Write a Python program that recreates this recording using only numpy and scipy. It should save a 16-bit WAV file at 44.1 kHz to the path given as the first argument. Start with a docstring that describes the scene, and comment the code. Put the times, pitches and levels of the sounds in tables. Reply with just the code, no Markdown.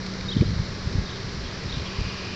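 """A power wheelchair rolls up from the side, motors whining, gears whirring, tyres hissing on asphalt.
Gusts of wind rumble and thump on a small, hissy camera microphone in a quiet residential street.
A sparrow chirps three times, its whistled glides scattered by the house fronts, and farther birds answer.
A few faint ticks sound close by, and a distant machine hums in wavering partials."""
import sys
import numpy as np
from scipy import signal
from scipy.fft import rfft, irfft
from scipy.io import wavfile
from scipy.ndimage import uniform_filter1d

SR = 44100
rng = np.random.default_rng(int(sys.argv[2]) if len(sys.argv) > 2 else 0)


def transcribe(signal):
    """Save signal, clipped to [-1, 1], as a 16-bit WAV file at the path in sys.argv[1]."""
    frames = np.atleast_2d(signal).T
    limited = np.clip(frames, -1, 1)
    pcm = np.round(limited * 32767).astype(np.int16)
    wavfile.write(sys.argv[1], SR, pcm)


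N = 103635


def wheelchair(t):
    """Spherical spreading: tyre noise grows as 1/distance, and the directional drives grow faster."""
    # gear resonances (frequency [Hz], width [Hz], level at the nearest point [dB])
    gears = [(2467, 510, -51), (2810, 450, -46), (4704, 330, -50.5), (1106, 200, -50.5)]
    # partials of the two motors (frequency [Hz], level at the nearest point [dB])
    motors = [(2405, -50), (2490, -52), (4740, -54), (4900, -55)]
    # spectrum of tyres on asphalt (frequency [Hz], relative density [dB])
    tyres = [(100, -4.5), (350, -5), (700, -14), (1200, -13), (1900, -20.5), (2600, -9), (3600, -15.5),
             (4400, -14.5), (5500, -10.5), (6500, -30), (7200, -29), (8800, -63)]
    speed_m_s, nearest_s, nearest_m = 4.3, 2.22, 2.83
    nearness = nearest_m / np.hypot(nearest_m, speed_m_s * (t - nearest_s))
    whirr = sum(undb(db) * resonance(hz, width) for hz, width, db in gears)
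    whirr *= undb(2 * walk(44.57))  # roughness
    whine = sum(tone(hz * (1 + 0.011 * walk(70))) * undb(db + walk(40)) for hz, db in motors)
    drive_gain = nearness ** 2.85  # the drives radiate sideways
    return drive_gain * (whirr + whine) + nearness * undb(-43) * noise(tyres)


def wind(t):
    """Turbulent pressure on the microphone: gusts rumble, and strong eddies pull short pressure dips."""
    # gusts (start [s], length [s], level [dB])
    gusts = [(0.204, 0.064, -35), (0.353, 0.075, -25), (0.452, 0.08, -25), (0.562, 0.055, -25),
             (0.687, 0.032, -32.5), (0.854, 0.043, -31.5), (.91, 0.058, -32.5), (0.951, 0.068, -27.5),
             (1.228, 0.075, -36.5), (1.344, .11, -33.5), (1.648, .032, -32), (1.728, 0.095, -32),
             (1.986, 0.03, -24.5), (2.05, 0.031, -32)]
    # spectrum of the turbulence (frequency [Hz], relative density [dB])
    rumble = [(18, -13.5), (40, -1.5), (85, 0), (130, -5), (200, -9), (300, -23.5), (500, -36), (1000, -63),
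              (5000, -97.5)]
    # thumps of single eddies (time [s], peak level [dB], pitch [Hz])
    eddies = [(0.369, -9.5, 176.7), (0.4121, -4.5, 111.8), (0.4223, -8, 226), (.431, -14.5, 292),
              (0.488, -19.5, 66), (.603, -17, 118), (0.874, -17, 70), (.954, -21, 145), (.988, -16.5, 85),
              (1.774, -19.5, 121), (1.991, -39, 84.4), (2.012, -27, 85)]
    attack_s, release_s = 0.0028, 0.016
    envelope = np.zeros(N)
    for start, length, db in gusts:
        rise = np.clip((t - start) / attack_s + .5, 0, 1)
        fall = np.exp(-np.maximum(t - start - length, 0) / release_s)
        envelope += undb(db) * rise * fall
    turbulence = noise(rumble)
    running_rms = np.sqrt(uniform_filter1d(turbulence ** 2, size=1500) + 1e-9)
    out = envelope * turbulence / running_rms
    for centre, db, hz in eddies:
        u = (np.pi * hz * (t - centre)) ** 2
        out -= undb(db) * (1 - 2 * u) * np.exp(-np.minimum(u, 50))  # a dip between two smaller crests
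    return out


def sparrow(t):
    """Frequency modulation: five quick gliding notes make each chirp, which echoes between the houses."""
    # chirps (time [s], level [dB], echo relative to the chirp [dB])
    chirps = [(.282, -29, -5.5), (1.058, -39.5, 2.5), (1.687, -38, 1)]
    # notes (delay [s], length [s], start pitch [Hz], middle pitch [Hz], end pitch [Hz], gain [dB])
    notes = [(0, 0.02, 3760, 3707, 3760, -0.5), (.017, .01, 3900, 4050, 4120, -4),
             (.028, .016, 3100, 3340, 3520, -4), (.037, .017, 3640, 3734, 3660, -5),
             (.048, .014, 3200, 3070, 3200, -7.5)]
    out = np.zeros(N)
    for start, db, echo_db in chirps:
        call = sum(undb(db + note_db) * note(t, start + delay, length, pitches)
                   for delay, length, *pitches, note_db in notes)
        out += echoed(t, call, echo_db)
    return out


def far_birds(t):
    """Linear frequency sweeps: farther birds answer in soft slurs, nearly matched by their echo."""
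    # slurs (time [s], length [s], start pitch [Hz], end pitch [Hz], level [dB])
    slurs = [(0.384, 0.033, 3300, 2990, -54), (0.45, 0.031, 4000, 4230, -41.5),
             (1.123, 0.019, 3850, 3720, -44), (1.444, 0.034, 3380, 3190, -45),
             (1.476, .016, 3760, 3960, -43), (1.771, 0.055, 4350, 3900, -47),
             (1.848, 0.042, 3520, 3020, -44)]
    calls = sum(undb(db) * note(t, start, length, pitches) for start, length, *pitches, db in slurs)
    return echoed(t, calls, echo_db=-2.5)


def ticks(t):
    """Exponential decay: tiny dry bursts of noise die within milliseconds."""
    # bursts (time [s], starting level before filtering [dB], decay time [s])
    bursts = [(0.0636, -29.5, 0.0034), (.137, -30.5, 0.0019), (0.21, -32, 0.0018), (0.411, -31.5, 0.0028),
              (0.9279, -31, .0015), (1.639, -34, .0015), (2.008, -33, 0.0023), (2.088, -33, 0.0013)]
    # spectrum of a tick (frequency [Hz], relative density [dB])
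    colour = [(1000, -14.5), (1900, -11), (2350, 6), (3000, -14.5), (4100, 1.5), (6000, -9.5), (8200, -23),
              (9000, -48)]
    envelope = sum(undb(db) * (t >= start) * np.exp(-np.clip((t - start) / decay, 0, 20))
                   for start, db, decay in bursts)
    return coloured(envelope * rng.standard_normal(N), colour)


def machine_hum(t):
    """A line spectrum: each partial of a distant machine wavers slightly in pitch and level."""
    # envelope of the main partial (time [s], level [dB])
    main_level = [(0, -35), (.35, -37), (.55, -41), (1.6, -44.5), (1.9, -41), (2.35, -42.5)]
    # weaker partials (frequency [Hz], level [dB])
    partials = [(127, -52), (245, -54), (395, -52), (1292, -61), (1647, -55.5)]
    main_hz, main_db = 188.6, np.interp(t, *np.array(main_level).T)
    return sum(tone(hz * (1 + 0.0049 * walk(14))) * undb(db - 0.5 * walk(6.07))
               for hz, db in [(main_hz, main_db), *partials])


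def hiss():
    """A broadband noise floor: microphone hiss and the distant town at a nearly even level."""
    # spectrum of the floor (frequency [Hz], relative density [dB])
    colour = [(25, 2.5), (60, 1.5), (120, 4), (200, -5), (290, -6), (400, -4), (520, -7.5), (750, -14.5),
              (1100, -11.5), (1450, -13), (1700, -12), (2200, -13), (2700, -22), (3500, -17), (4200, -12),
              (5000, -14), (5800, -17.5), (6500, -28), (7200, -30), (8000, -44), (8500, -50), (8900, -62)]
    return noise(colour) * undb(-34.5 - 0.04 * walk(16))


def note(t, start, length, pitches):
    """A whistled glide: a sine sweeps through its pitches, trembling, under a half-sine envelope."""
    progress = np.clip((t - start) / length, 0, 1)
    hz = np.interp(progress, np.linspace(0, 1, len(pitches)), pitches)
    return np.sin(np.pi * progress) * tone(hz * (1 + .008 * walk(400)))


def echoed(t, call, echo_db):
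    """Reverberation: scatter from the house fronts adds a decaying tail to a call."""
    t60_s, build_up_s = 0.55, 0.036
    tail = rng.standard_normal(N) * np.exp(-np.log(1000) * t / t60_s) * np.minimum(t / build_up_s, 1)
    echo = signal.fftconvolve(call, tail / np.linalg.norm(tail))[:N]
    return call + undb(echo_db) * echo * walk(600)  # fast modulation blurs the echo's pitch


def resonance(hz, width):
    """Resonance: noise of rms 1 rings in one steep-sided band."""
    f = np.arange(N // 2 + 1) * SR / N
    return unit(irfft(rfft(rng.standard_normal(N)) / (1 + ((f - hz) / width) ** 2 * 2), N))


def tone(hz):
    """A sine of rms 1 whose phase is the integral of its frequency."""
    return np.sqrt(2) * np.sin(2 * np.pi * np.cumsum(hz) / SR)


def noise(colour):
    """Spectrally shaped noise of rms 1."""
    return unit(coloured(rng.standard_normal(N), colour))


def coloured(x, colour):
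    """Linear filtering by (frequency [Hz], relative gain [dB]) points, keeping white noise's power."""
    f = np.arange(N // 2 + 1) * SR / N + 1e-3
    hz, db = np.array(colour).T
    gain = undb(np.interp(np.log(f), np.log(hz), db))
    gain *= f ** 2 / (f ** 2 + 10 ** 2)  # infrasound rolls off below 10 Hz
    return irfft(rfft(x) * unit(gain), N)


def walk(rate):
    """Smooth random modulation of rms 1 that changes about rate times a second."""
    hold = max(int(SR / rate), 2)
    steps = np.repeat(rng.standard_normal(N // hold + 1), hold)
    return unit(uniform_filter1d(uniform_filter1d(steps, hold), hold)[:N])


def undb(db):
    """Decibels to amplitude ratio."""
    return 10 ** (np.asarray(db) / 20)


def unit(x):
    """Normalisation to an rms of 1."""
    return x / np.sqrt(np.mean(x ** 2) + 1e-20)


def scene():
    """Superposition: the pressures of all sources add at one microphone."""
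    t = np.arange(N) / SR
    return (hiss() + machine_hum(t) + wind(t) + far_birds(t) + sparrow(t) + ticks(t) + wheelchair(t))[None]


def record(dry):
    """Band limiting: the camera's steep low-pass filter cuts the top of the treble."""
    cutoff_hz = 8850
    return signal.sosfilt(signal.ellip(10, .2, 80, cutoff_hz, fs=SR, output="sos"), dry)


dry = scene()
out = record(dry)
transcribe(out)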